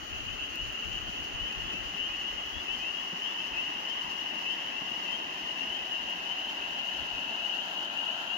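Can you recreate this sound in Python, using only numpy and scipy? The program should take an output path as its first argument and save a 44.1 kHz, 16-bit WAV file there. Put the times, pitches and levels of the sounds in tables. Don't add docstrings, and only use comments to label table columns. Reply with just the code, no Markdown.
import sys
import numpy as np
from scipy import signal
from scipy.fft import rfft, irfft
from scipy.io import wavfile

SR = 44100
rng = np.random.default_rng(int(sys.argv[2]) if len(sys.argv) > 2 else 0)


def master(y):
    cut = np.clip(np.atleast_2d(y).T, -1, 1)
    pcm = np.round(cut * 32767)
    wavfile.write(sys.argv[1], SR, pcm.astype(np.int16))


N = 369116
TIME = np.arange(N) / SR
BIN_HZ = np.maximum(np.fft.rfftfreq(N, 1 / SR), 1)

# time in seconds, heading (stream at the side -1, at a slant 0,
# in front 1), gain on the stream in dB.
MIC_TURN = [(0, -0.87, -0.85), (.8, -0.83, 0.13), (1.6, -0.5, 0.26), (2.5, -0.31, -0.39), (4, 0.043, 0.041),
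            (5.5, 0.17, 0.27), (6.8, 0.41, 0.78), (7.6, 0.61, 0.3), (8.37, 0.84, -0.62)]
PAN_TURN_DB = 2


def from_db(db):
    return 10 ** (np.asarray(db) / 20)


def unit_rms(x):
    return x / np.sqrt(np.mean(x ** 2) + 1e-20)


def in_time(rows):
    seconds, *columns = np.transpose(rows)
    return [np.interp(TIME, seconds, c) for c in columns]


def at_hz(rows, hz):
    points, *columns = np.transpose(rows)
    return [np.interp(np.log(hz), np.log(points), c) for c in columns]


def panned(pan_db):
    ratio = from_db(np.atleast_1d(pan_db))
    return np.array([ratio, np.ones_like(ratio)]) * np.sqrt(2 / (1 + ratio ** 2))


def white(count):
    return rfft(rng.standard_normal((count, N))) * np.sqrt(SR / 2)


def drift(rate_hz):
    return unit_rms(irfft(white(1)[0] / (1 + (BIN_HZ / rate_hz) ** 2), N))


def add(out, centre_s, sound):
    start = int(centre_s * SR) - sound.shape[-1] // 2
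    a, b = max(start, 0), min(start + sound.shape[-1], N)
    if b > a:
        out[:, a:b] += sound[:, a - start:b - start]


def turning(side, slant, front):
    heading = in_time(MIC_TURN)[0]
    return slant + np.maximum(-heading, 0) * (side - slant) + np.maximum(heading, 0) * (front - slant)


def marsh_echo(x, scatter_db, echo_db, scatter_t60=0.096, echo_t60=0.93):
    t = TIME[:SR]
    noise = rng.standard_normal((2, 2, SR))
    reeds = unit_rms(noise[0] * from_db(-60 * t / scatter_t60))
    trees = unit_rms(noise[1] * from_db(-60 * t / echo_t60) * np.minimum(t / 0.14, 1))
    response = (from_db(scatter_db) * reeds + from_db(echo_db) * trees) / np.sqrt(SR)
    return x + signal.fftconvolve(x, response, axes=1)[:, :N]


def hiss(low_hz=4000, flutter_db=0.9, flutter_hz=25):
    # frequency in Hz, left and right level in dB per Hz,
    # change in dB with the stream at the side, change in dB with it in front.
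    spectrum = [(4400, -87, -90.5, 1.5, 3), (5370, -88.5, -84, -7, -7), (5800, -86.5, -89.5, -2, -6),
                (6520, -88.5, -90, 4, 2.5), (7080, -93, -101, 3, 0.5), (7400, -103, -108, -2, 5),
                (8400, -110, -111, 2, -1.5), (9930, -105, -110, -3, 1.5), (10800, -103, -106, 0, 1.5),
                (13900, -101, -112, 0, 1), (15600, -99, -116, 0, -1)]
    left_db, right_db, side_db, front_db = at_hz(spectrum, BIN_HZ)
    noise = white(2) * from_db([left_db, right_db]) / np.sqrt(1 + (low_hz / BIN_HZ) ** 20)
    spray = turning(*(irfft(noise * from_db(db), N) for db in (side_db, 0, front_db)))
    return from_db(flutter_db * drift(flutter_hz)) * spray


def wind(lumps_db=4.5, lumps_hz=12):
    # time in seconds, left and right level in dB.
    breeze = [(0, -48, -69), (1.6, -45.5, -73), (2.55, -49, -66), (3.0, -61.5, -71), (4.8, -63, -65.5),
              (7.3, -70, -66), (8.37, -72, -75)]
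    # time of the peak and length in seconds, level in dB, pan in dB.
    gusts = [(0.3, 0.37, -45, 24), (0.882, .12, -45, 24), (1.09, .1, -46, 28), (1.422, .12, -44, 26),
             (2.56, .12, -47, 22), (3.544, .12, -53, 18), (4.077, .16, -53, 17), (4.653, .2, -58.5, -12),
             (5.694, .12, -55, -13), (7.005, 0.22, -51.5, -14), (7.148, 0.13, -51, -16)]
    # frequency in Hz, relative level in dB.
    spectrum = [(12, -31), (25, -5.5), (40, -0.5), (58, 0), (90, -4), (130, -9), (200, -15), (400, -70)]
    swells = np.zeros((2, N))
    for peak_s, length_s, db, pan_db in gusts:
        add(swells, peak_s, from_db(db) * panned(pan_db) * np.hanning(int(length_s * SR)))
    lumps = unit_rms(from_db(lumps_db * np.array([drift(lumps_hz), drift(lumps_hz)])))
    rumble = unit_rms(irfft(white(2) * from_db(at_hz(spectrum, BIN_HZ)[0]), N))
    return np.hypot(from_db(in_time(breeze)) * lumps, swells) * rumble


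def ticks(t60=0.0087, low_hz=3800, split_hz=7300, gain_db=-3):
    # start in seconds, relative level in dB, pan in dB,
    # gain above split_hz in dB.
    events = [(0.0994, -42, -2.5, -3), (0.5571, -38, 10, 2), (0.7254, -40, 1.5, -3),
              (0.931, -31.5, -0.5, -13), (1.243, -33, 0, -8), (1.5259, -32, 0.0, -12),
              (3.1991, -36, 3, -13), (6.1004, -40, 1.0, -3), (7.8296, -36, 5, -14)]
    out = np.zeros((2, N))
    t = TIME[:SR // 50]
    body = signal.butter(2, [low_hz, split_hz], "band", fs=SR, output="sos")
    edge = signal.butter(2, split_hz, "high", fs=SR, output="sos")
    for start_s, db, pan_db, bright_db in events:
        burst = rng.standard_normal(len(t)) * from_db(-60 * t / t60)
        tick = signal.sosfilt(body, burst) + from_db(bright_db) * signal.sosfilt(edge, burst)
        add(out, start_s + t[-1] / 2, from_db(db + gain_db) * panned(pan_db) * tick)
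    return out


def handling_bumps(band_hz=(160, 300), rise_s=0.0088, gain_db=-7, pan_db=3.0):
    # start in seconds, relative level in dB.
    bumps = [(1.076, -38), (1.73, -37), (1.929, -39.5), (3.122, -34), (4.809, -41), (4.908, -41)]
    out = np.zeros((2, N))
    t = TIME[:SR // 8]
    body = signal.butter(2, band_hz, "band", fs=SR, output="sos")
    push = t / rise_s * np.exp(1 - t / rise_s)
    for start_s, db in bumps:
        thud = push * unit_rms(signal.sosfilt(body, rng.standard_normal(len(t))))
        add(out, start_s + t[-1] / 2, from_db(db + gain_db) * panned(pan_db) * thud)
    return out


def stream(surge_db=0.5, surge_hz=23, low_hz=105, high_hz=4000):
    # frequency
    # in Hz, left and right level in dB per Hz, share of common noise 0-1, left phase lag in radians.
    side = [(120, -94, -94, 0.61, 0.1), (183, -80.5, -79.5, 1, 0.18), (272, -73.5, -76, 1, 0.55),
            (352, -74.5, -80.5, 1, 0.71), (523, -79.5, -82, 0.7, 1.63), (684, -75.5, -79.5, 0.66, 1.94),
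            (956, -73, -74.5, 0.98, 2.97), (1120, -76, -84.5, 0.63, 3.1), (1390, -75, -78.5, 0.2, 3.9),
            (1700, -77, -82, 1, 5.2), (2040, -80.5, -80.5, 0.8, 6.9), (2440, -77, -90, 0.7, 8.7),
            (3630, -93, -88.5, 0.1, 10)]
    slant = [(120, -86.5, -88, 1, 0.1), (178, -77, -77.5, 1, 0.18), (290, -73, -77, 1, 0.25),
             (358, -73.5, -80.5, 0.86, 0.74), (487, -80.5, -81, 0.81, 1.47), (680, -75.5, -77, 0.99, 1.4),
             (953, -70.5, -77.5, 0.97, 1.56), (1155, -71, -81.5, 0.85, 2.98), (1390, -78.5, -78, 0.55, 3.9),
             (1710, -72, -82.5, 0.54, 4.46), (1996, -73.5, -76, 0.96, 6), (2386, -85, -84.5, 0.53, 7.3),
             (3640, -89, -84.5, 0.14, 10.7)]
    front = [(120, -88, -87, 0.97, 0.1), (174, -76, -81, 0.97, 0.16), (270, -75.5, -77, 1, 0.2),
             (362, -79, -81.5, 0.99, 0.4), (488, -81, -85.5, 1, 0.85), (665, -69.5, -71, 1, 0.36),
             (956, -67.5, -76.5, 0.58, 0.49), (1220, -76.5, -83, 0.6, 1.45),
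             (1336, -68.5, -75.5, 0.72, 1.8), (1600, -67, -76, 0.75, 3.13), (1910, -74, -82, 0.81, 3.86),
             (2310, -88, -85, 0.12, 5.2), (3700, -79, -83.5, 0.35, 4.6)]
    common, separate = white(1), white(2)
    band = 1 / np.sqrt((1 + (low_hz / BIN_HZ) ** 2) * (1 + (BIN_HZ / high_hz) ** 20))

    def heard(spectrum):
        left_db, right_db, share, lag = at_hz(spectrum, BIN_HZ)
        ports = np.array([from_db(left_db) * np.exp(-1j * lag), from_db(right_db)])
        water = np.sqrt(share) * common + np.sqrt(1 - share) * separate
        return irfft(band * ports * water, N)
    gain_db = in_time(MIC_TURN)[1] + surge_db * drift(surge_hz)
    return from_db(gain_db) * turning(heard(side), heard(slant), heard(front))


def peep(hz, glide_hz_per_s, length_s, port_phase, bend=0.16, taper=0.55):
    size = int(length_s * SR)
    t = (np.arange(size) - size / 2) / SR
    pitch = hz + glide_hz_per_s * t * (1 - bend * t / length_s)
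    phase = 2 * np.pi * np.cumsum(pitch) / SR
    return signal.windows.tukey(size, taper) * np.sin([phase, phase + port_phase])


def far_frogs(count=3000, length_s=0.11, glide_hz_per_s=2100, glide_spread=0.2216, spread_db=1.5):
    # pitch in Hz, relative level in dB.
    pitches = [(2450, -16.5), (2600, -11.5), (2720, -1.5), (2880, 2), (3020, -0.5), (3130, -10),
               (3250, -12.5), (3380, -36)]
    out = np.zeros((2, N))
    lowest, highest = pitches[0][0], pitches[-1][0]
    for k in range(count):
        when, direction = rng.random(2)
        loud, steep, long = rng.standard_normal(3)
        hz = rng.uniform(lowest, highest)
        glide = glide_hz_per_s * (1 + glide_spread * steep)
        call = peep(hz, glide, length_s * np.exp(0.15 * long), 2 * np.pi * direction)
        gain = from_db(at_hz(pitches, hz)[0] + spread_db * loud)
        add(out, (k + when) / count * N / SR, gain * call)
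    chorus = unit_rms(marsh_echo(out, scatter_db=-9, echo_db=-2))
    heading = in_time(MIC_TURN)[0]
    level_db, pan_db = -37.1 + 1.7 * heading, 4 + PAN_TURN_DB * heading
    return from_db(level_db) * panned(pan_db) * chorus


def neighbour_calls(count=16, every_s=0.65, jitter_s=0.05, wobble_hz=25.14, spread_db=2.0):
    # pitch in Hz, relative level in dB.
    neighbours = [(2630, -48.5), (2760, -44), (2850, -42), (2910, -40.5), (2960, -40), (3010, -41.5),
                  (3070, -40), (3180, -47)]
    turn_s, headings, _ = np.transpose(MIC_TURN)
    calls = []
    for hz, db in neighbours:
        offset = rng.random()
        period_s = every_s * np.exp(0.1 * rng.standard_normal())
        for k, (late, sharp, loud) in enumerate(rng.standard_normal((count, 3))):
            centre_s = (k + offset) * period_s + jitter_s * late
            pan_db = 3 + PAN_TURN_DB * np.interp(centre_s, turn_s, headings)
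            calls.append((centre_s, hz + wobble_hz * sharp, db + spread_db * loud, pan_db))
    return calls


def near_frogs(length_s=0.11, glide_hz_per_s=2347, gain_db=-1, waver_db=1.56, waver_hz=60):
    # mid-call time in seconds, pitch in Hz, relative level in dB,
    # pan in dB.
    close_calls = [(0.29, 2570, -44, 12), (0.308, 3010, -38, 12), (0.555, 2550, -45, 11),
                   (0.611, 2905, -32, 0), (0.922, 3060, -38, 8), (1.14, 3040, -42, 8),
                   (1.15, 2590, -44, 12), (1.447, 3015, -34, 8), (1.53, 2550, -40.5, 13),
                   (1.669, 3340, -49.5, 6), (1.763, 2660, -36, 13), (2.015, 2796, -35, 10),
                   (2.035, 3020, -33, 10), (2.087, 2897, -34, 0), (2.125, 2540, -42, 13),
                   (2.177, 2907, -37, 5), (2.561, 3320, -44, 11), (2.713, 2680, -36, 9),
                   (2.717, 3020, -32, 10), (2.841, 2580, -37.5, 13), (2.875, 2764, -34, 8),
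                   (3.239, 3050, -35, 13), (3.251, 2775, -41, 8), (3.293, 3380, -49, 8),
                   (3.37, 2927, -39, 0), (3.433, 2720, -37, 13), (3.58, 2607, -37, 13),
                   (3.6, 2770, -31.5, 5), (3.891, 3040, -34, 11), (4.136, 2830, -41, 10),
                   (4.354, 2740, -37.5, 13), (4.49, 2690, -35.5, 8), (4.498, 3010, -34, 13),
                   (4.757, 2695, -39.5, 15), (4.92, 2850, -40, 11), (5.093, 2745, -37, 7),
                   (5.12, 2670, -39, 11), (5.12, 3074, -31.5, 11), (5.612, 2755, -35.5, 11),
                   (5.738, 3057, -36, 14), (5.814, 2625, -44, 7), (5.977, 2790, -37, 7),
                   (6.128, 2840, -42, 7), (6.295, 3010, -32.5, 17), (6.47, 3045, -38, 7),
                   (6.65, 2680, -40, 5), (6.811, 2730, -38, 11), (6.88, 2884, -40.5, 7),
                   (7.002, 2964, -39, 10), (7.19, 2600, -40.5, 13), (7.31, 2695, -38, 11),
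                   (7.416, 2640, -39.5, 13), (7.468, 2940, -34, 13), (7.569, 2790, -34.5, 8),
                   (7.61, 3070, -41.5, 1), (7.823, 3020, -37, 9), (7.939, 2600, -43, 13),
                   (8.005, 2870, -33.5, 15), (8.112, 2690, -41, 12), (8.345, 2863, -33.5, 16)]
    out = np.zeros((2, N))
    for centre_s, hz, db, pan_db in neighbour_calls() + close_calls:
        call = peep(hz, glide_hz_per_s, length_s, port_phase=1.9 * rng.standard_normal())
        add(out, centre_s, from_db(db + gain_db) * panned(pan_db) * call)
    waver = from_db(waver_db * drift(waver_hz))
    return marsh_echo(out * waver, scatter_db=-8.5, echo_db=-12)


def scene():
    return hiss() + wind() + ticks() + handling_bumps() + stream() + far_frogs() + near_frogs()


def record(dry):
    return signal.sosfilt(signal.ellip(12, 0.1, 80, 15800, fs=SR, output="sos"), dry)


dry = scene()
out = record(dry)
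master(out)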